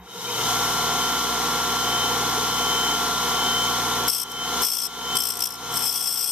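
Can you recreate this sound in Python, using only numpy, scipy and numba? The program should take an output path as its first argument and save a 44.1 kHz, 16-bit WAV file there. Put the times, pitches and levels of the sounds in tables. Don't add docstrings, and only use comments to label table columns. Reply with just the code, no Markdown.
import sys
import numpy as np
from scipy import signal
from scipy.fft import rfft, irfft
from scipy.io import wavfile
from scipy.ndimage import uniform_filter1d
from numba import njit

SR = 44100
rng = np.random.default_rng(int(sys.argv[2]) if len(sys.argv) > 2 else 0)


def gain_from_decibels(decibels):
    exponent = np.asarray(decibels, float) / 20
    return 10 ** exponent


def put_to_file(sound):
    columns = np.atleast_2d(sound).T
    safe = np.clip(columns, -1, 1)
    whole_steps = np.round(safe * 32767)
    wavfile.write(sys.argv[1], SR, whole_steps.astype(np.int16))


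N = 278622
T = np.arange(N) / SR
F = np.fft.rfftfreq(N, 1 / SR)

SHAFT_HZ, MAINS_HZ, BALL_HZ = 59.71, 60, 261.02
LOCK_S = 0.41
TOP_HZ = 14200

# pitch_hz, left_minus_right_db
MOTOR_PAN = [(60, -2.5), (110, 10), (200, -3.5), (380, 2.5), (700, -2.5), (1290, -0.5), (2370, 2.0),
             (4380, 2.5), (8090, 2.5), (14900, 3.0)]
# start_s, length_s, pressure_db, drift_db (by the end), lifted_share (0-1, by the wobble)
STROKES = [
    (4.074, 0.16, -7, -7.5, 0.51),
    (4.296, 0.024, -24, 2, .6),
    (4.616, 0.25, -8.5, -4, 0.53),
    (5.148, .23, -12, -9, 0.84),
    (5.198, 0.11, -18.5, -2, 0.54),
    (5.701, 0.073, -28.5, 8, .5),
    (5.385, .085, -10, -3, .96),
    (5.455, .1, -16, -10, .92),
    (5.753, 0.64, -19, 5, 0.46),
    (5.827, 0.511, -21.5, 5, 0.13),
]


def set_rms(x, db):
    return x * gain_from_decibels(db) / np.sqrt(np.mean(x ** 2))


def along_hz(points):
    hz, value = np.transpose(points)
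    return np.interp(np.log(np.minimum(F + 1, TOP_HZ - 100)), np.log(hz), value)


def resonances(modes, order=1):
    total = 0
    for k, (hz, width, db) in enumerate(modes):
        damping = 1j * width * order * F
        peak = damping / (hz ** 2 - F ** 2 + damping)
        total = total + (-1) ** k * gain_from_decibels(db) * peak ** order
    return total


def comes_round(share, hz):
    return 1 / (1 - share * np.exp(-2j * np.pi * F / hz))


def walk(rate):
    hold = int(SR / rate)
    steps = np.repeat(rng.standard_normal(N // hold + 1), hold)
    return 1.3 * uniform_filter1d(uniform_filter1d(steps, hold), hold)[:N]


def ports(drive, colour, pan_db, lag, diffuse_hz):
    direct, left, right = rfft(drive, axis=1)
    diffuse = (F + 250) / (F + diffuse_hz + 250)
    late = np.exp(-2j * np.pi * F * lag / SR)
    shared = np.sqrt(1 - diffuse ** 2) * direct * np.array([late, late ** 0])
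    pair = shared + diffuse * np.array([left, right])
    return irfft(pair * colour * gain_from_decibels(np.array([pan_db, -pan_db]) / 2), N, axis=1)


def tone(turns, db, pan_db, lead_rad, flicker_db):
    phase = 2 * np.pi * (turns + rng.random())
    side = np.array([[.5], [-.5]])
    peak = np.sqrt(2) * gain_from_decibels(db + flicker_db * walk(9) + side * pan_db)
    return peak * np.sin(phase + side * lead_rad)


def run_up():
    # start_s, speed_share
    points = [
        (0, 0.074),
        (.2, 0.53),
        (.33, 0.79),
        (.42, .93),
        (.48, 1.0),
    ]
    s, share = np.transpose(points)
    return np.interp(T, s, share)


def slip_beat(speed):
    inrush = np.exp(-(T / 0.055) ** 2)
    buzz = (tone(MAINS_HZ * T, -51, 0.9, 0, 0) + tone(3 * MAINS_HZ * T, -48, 1, 0, 0)) * inrush
    beat = 1 - .5 * np.cos(4 * np.pi * (MAINS_HZ - SHAFT_HZ) * (T - 1.33))
    return tone(2 * MAINS_HZ * T, -46.5, .4, 0.092, 0.4) * beat * speed ** 1.9 + buzz


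def start_up(speed):
    # pitch_hz, width_hz, level_db
    housing = [(180, 25, -8), (470, 30, -4), (950, 30, -3), (1380, 30, -4), (3070, 50, -3), (3780, 40, -5)]
    # shaft_multiple, centre_s, length_s, level_db
    sweeps = [
        (58, .285, .018, -41),
        (66, .44, .02, -38),
        (2.8, .46, .025, -42),
    ]
    shake_db = -29 - 300 * np.clip(T - LOCK_S, 0, None)
    shake = ports(rng.standard_normal((3, N)), resonances(housing), along_hz(MOTOR_PAN), 2.6, 7000)
    out = set_rms(shake, 0) * gain_from_decibels(shake_db) * speed ** 1.5
    turns = SHAFT_HZ * np.cumsum(speed) / SR
    for multiple, centre_s, length_s, db in sweeps:
        out = out + tone(multiple * turns, db, 0, 0, 0) * np.exp(-((T - centre_s) / length_s) ** 2)
    return out


def running_tones(speed):
    # shaft_multiple, level_db, left_minus_right_db, left_lead_rad
    shaft_lines = [(1, -48.0, -0.0, -0.0), (3, -48.4, -1.9, -0.1), (4, -42.6, -0.3, -0.2),
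                   (5, -49.4, -0.5, -0.2), (7, -58.8, 3.5, 0.1), (8, -44.5, 2.8, -0.5),
                   (9, -58.1, 2.2, 0.2), (11, -56.7, 0.2, -0.1), (12, -40.4, -2.3, -0.5),
                   (13, -52.8, -2.6, 0.0), (16, -47.4, -1.7, -0.1), (18, -50.5, -1.4, 0.1),
                   (20, -50.8, -0.5, 0.4), (29, -53.8, 3.1, 0.3), (33, -55.7, 3.5, -0.1),
                   (49, -50.8, 2.5, -1.1), (50, -49.2, 6.4, -0.2), (51, -41.8, 3.6, -0.1),
                   (53, -53.9, 8.0, 0.5)]
    # shaft_multiple, mains_multiple, level_db, left_minus_right_db, left_lead_rad
    slot_lines = [(0, 2, -45.6, 0.4, 0.1), (17, 0, -40.0, -3.3, -0.2), (17, 2, -38.7, -0.8, -0.1),
                  (17, 4, -45.8, -2.5, 0.3), (17, 6, -32.7, -1.7, 0.2), (18, 4, -48.5, -2.2, 0.5),
                  (18, 6, -47.4, 0.1, 1.3), (19, 6, -47.2, -2.7, -0.3)]
    # ball_multiple, level_db, left_minus_right_db, left_lead_rad
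    ball_lines = [(1, -52.3, -0.4, -0.1), (10, -57.3, -7.7, -1.1), (11, -52.1, -3.7, -0.9),
                  (12, -42.8, 2.8, -0.3), (13, -39.1, -2.2, -1.3), (14, -47.2, 2.8, -0.6),
                  (15, -48.0, -8.0, -1.3), (16, -48.9, 5.1, 0.2)]
    # pitch_hz, level_db, left_minus_right_db, left_lead_rad
    race_lines = [(157.1, -46.9, -0.6, -0.1), (906.2, -45.7, -0.5, -0.1), (1325.8, -50.6, 0.1, 0.8),
                  (1362.9, -50.2, -4.7, 1.0), (3316.5, -50.8, 2.8, -0.7), (3428, -55.1, 1.9, -1.4),
                  (3765.6, -50.5, 3.4, -0.4), (3867.4, -53.6, 2.7, -1.5), (4118.5, -53.1, 8.0, 0.5),
                  (5162.1, -51.8, 8.0, -2.3), (5540.5, -48.6, 7.1, -1.4), (5547.7, -50.7, 7.0, -2.0),
                  (5617.2, -51.4, 7.2, -2.5), (5943.8, -49.7, 7.0, -2.0), (6467.2, -49.7, 1.9, -2.3),
                  (6505.2, -50.1, -2.4, -2.3)]
    run_s = np.cumsum(speed) / SR + 6e-6 * walk(5.24)
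    shaft = sum(tone(k * SHAFT_HZ * run_s, *rest, 0.1 + 0.038 * k) for k, *rest in shaft_lines)
    slots = sum(tone(k * SHAFT_HZ * run_s + m * MAINS_HZ * T, *rest, .6) for k, m, *rest in slot_lines[1:])
    balls = sum(tone(k * BALL_HZ * run_s, *rest, 1.15) for k, *rest in ball_lines)
    race = sum(tone(hz * run_s, *rest, 2.9) for hz, *rest in race_lines)
    return (shaft + balls + race * gain_from_decibels(-.5)) * speed ** 7.5 + slots * gain_from_decibels(.8) * speed ** 9.5


def roar(speed):
    # pitch_hz, density_db_per_hz
    rumble_db = [(18, -44), (30, -30), (103, -21.5), (149, -13), (194, -14), (238, -7.5), (340, -4.5),
                 (467, 1), (618, -15.5), (717, 0.5), (1120, 1), (1230, -11), (1350, -6), (1490, -7),
                 (2600, -12.5), (3380, -28), (5720, -120)]
    hiss_db = [(1410, -22.5), (2400, -24.5), (2740, -16.5), (3060, -4), (3230, -7), (3500, -2.5),
               (3580, -6.5), (4440, -7.5), (5540, -3.5), (6670, -5), (7460, -12), (8840, -8), (9810, -15),
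               (12900, -10), (14100, -9.5)]
    # pitch_hz, width_hz, level_db
    panels = [(2145, 29, 20), (3100, 57, -12.5), (3650, 22, 2.5), (4210, 140, -9), (5360, 95, -9),
              (6230, 44, -7), (6620, 90, -6.5)]
    pan_db = along_hz(MOTOR_PAN)
    noise = rng.standard_normal((2, 3, N))

    pull = 1 + 0.26 * np.sin(4 * np.pi * MAINS_HZ * T) + 0.13 * np.sin(8 * np.pi * MAINS_HZ * T)
    throb = noise[0] * pull * gain_from_decibels(0.66 * walk(14))
    rumble = ports(throb, gain_from_decibels(along_hz(rumble_db)), pan_db, 2.2, 7400)

    angle = 2 * np.pi * np.cumsum(speed) / SR
    flap = 1 + 0.062 * np.sin(SHAFT_HZ * angle) + 0.089 * np.sin(BALL_HZ * angle)
    air = gain_from_decibels(along_hz(hiss_db)) * (1 + abs(resonances(panels)) * gain_from_decibels(4))
    air = air * comes_round(.25, BALL_HZ / 11)
    hiss = ports(noise[1] * flap * gain_from_decibels(0.48 * walk(20)), air, pan_db, 2.68, 2670)

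    surge_db = 2 * np.exp(-((T - LOCK_S - .04) / 0.28) ** 2)
    rumble = set_rms(rumble, -30) * gain_from_decibels(24 * (speed - 1))
    return rumble + set_rms(hiss, -26.5) * speed ** 1.83 * gain_from_decibels(surge_db)


def singing(speed):
    # peak_s, build_up_s, level_db
    swells = [
        (.48, .2, -40),
        (1.08, 0.26, -36),
        (2.03, .25, -28.5),
        (2.87, 0.33, -26.5),
        (3.62, 0.28, -26),
        (4.41, 0.28, -27),
        (5.17, .25, -27),
        (5.86, 0.32, -36),
    ]
    loudness = gain_from_decibels(-53)
    for peak_s, rise_s, db in swells:
        width_s = np.where(T < peak_s, rise_s, 0.097)
        loudness = loudness + gain_from_decibels(db) * np.exp(-((T - peak_s) / width_s) ** 2)
    return tone(3097 * T + .025 * walk(12), 0, 2.2, -.95, 1.0) * loudness * speed


def strokes():
    lean_s, let_go_s = 0.033, 0.0034
    press, fresh_db, lift = 1e-9, 0, 0
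    for start_s, length_s, db, drift_db, share in STROKES:
        age = np.clip(T - start_s, 0, None)
        gone = np.clip(age - length_s, 0, None)
        one = gain_from_decibels(db + drift_db * age / length_s) * (1 - np.exp(-age / lean_s)) * np.exp(-gone / let_go_s)
        press = press + one
        lift = lift + one * share
        fresh_db = fresh_db + one * 2 * np.exp(-age / 0.024)
    light = (np.maximum(press, gain_from_decibels(-40)) / gain_from_decibels(-18)) ** (0.89 - 1)
    return press, light * gain_from_decibels(fresh_db / press), np.clip(lift / press, 0, 1)


def grit_bites():
    # start_s, peak_db
    bites = [(4.0805, -34), (4.0977, -10), (4.6199, -42), (4.6314, -23), (4.6492, -12), (5.1567, -9),
             (5.1679, 2.5), (5.391, 2), (5.406, -1), (5.423, 5), (5.442, 2), (5.457, 6)]
    force = 0
    for start_s, db in bites:
        age = np.clip(T - start_s, 0, None)
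        force = force + gain_from_decibels(db - 12) * (1 - np.exp(-age / .0008)) * np.exp(-age / .0035)
    return force


def grinding():
    # pitch_hz, width_hz, level_db
    wire = [(3350, 58, -13), (5310, 62, .5), (5790, 46, -7), (8210, 76, -2), (8790, 63, -9)]
    # pitch_hz, density_db_per_hz
    grit = [(1500, -60), (2600, -29), (4000, -35), (4800, -21), (6300, -21), (7050, -36), (7600, -14),
            (9200, -24), (9750, -16), (11000, -23), (11700, -15), (12300, -13), (13000, -18), (14100, -14)]
    press, treble, lift = strokes()
    turn = SHAFT_HZ * T + 1.0 / (2 * np.pi)
    uneven = gain_from_decibels(1.6 * rng.standard_normal(N // 500))[(turn + .5).astype(int)]
    angle = 2 * np.pi * turn
    high_spot = (.5 + .5 * np.cos(angle + .4 * np.cos(angle))) ** 1.05
    wobble = (1 - lift + lift * high_spot) / (1 - 0.35 * lift)
    press = press * uneven * wobble * gain_from_decibels(-1.5)
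    bite = grit_bites()
    bright = press * treble + bite * gain_from_decibels(-4.5)
    press = press + bite

    grains = rng.standard_normal((2, 3, N)) * gain_from_decibels(1.3 * rng.exponential(size=(2, 1, N)))
    grains = irfft(rfft(grains, axis=2) * comes_round(.6, SHAFT_HZ), N, axis=2)
    upper = 1 / (1 + (7050 / (F + 1)) ** 20)
    ring = gain_from_decibels(along_hz(grit)) * gain_from_decibels(2.0) * 1j + resonances(wire, order=2)
    pan_db = np.full(len(F), 7.0)
    out = 0
    for drive, force, band, db in zip(grains, (press, bright), (1 - upper, upper), (-.5, .3)):
        colour = ring * band * (F < TOP_HZ)
        gain = gain_from_decibels(db) / np.sqrt(np.mean(drive ** 2) * np.mean(abs(colour) ** 2))
        out = out + gain * ports(drive * force, colour, pan_db, 0, 9000)
    return out * wobble ** .4 * (T > STROKES[0][0])


def scene():
    speed = run_up()
    motor = slip_beat(speed) + start_up(speed) + running_tones(speed) + roar(speed)
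    return motor + singing(speed) + grinding()


@njit
def follow(x, up, down):
    out, e = np.empty(len(x)), 0.
    for i in range(len(x)):
        e += (x[i] - e) * (up if x[i] > e else down)
        out[i] = e
    return out


def gain_control(dry):
    grab_s, hang_s, recover_s = 0.01, 0.051, 0.12
    treble = irfft(rfft(dry.mean(0)) / (1 + (4730 / (F + 1)) ** 8), N)
    power = uniform_filter1d(treble ** 2, size=200)
    heard = follow(np.sqrt(abs(power)), 1 / (grab_s * SR), 1 / (recover_s * SR))
    heard = follow(heard, 1., 1 / (hang_s * SR))
    return (1 + (heard / gain_from_decibels(-26.5)) ** 16) ** (-0.94 / 16)


def roll_off(x):
    return signal.sosfilt(signal.butter(12, 15540, fs=SR, output="sos"), x)


def record(dry):
    ducked = dry * gain_control(dry)
    mix = irfft(rfft(ducked, axis=1) * (F < TOP_HZ), N, axis=1)
    return roll_off(mix)


dry = scene()
out = record(dry)
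put_to_file(out)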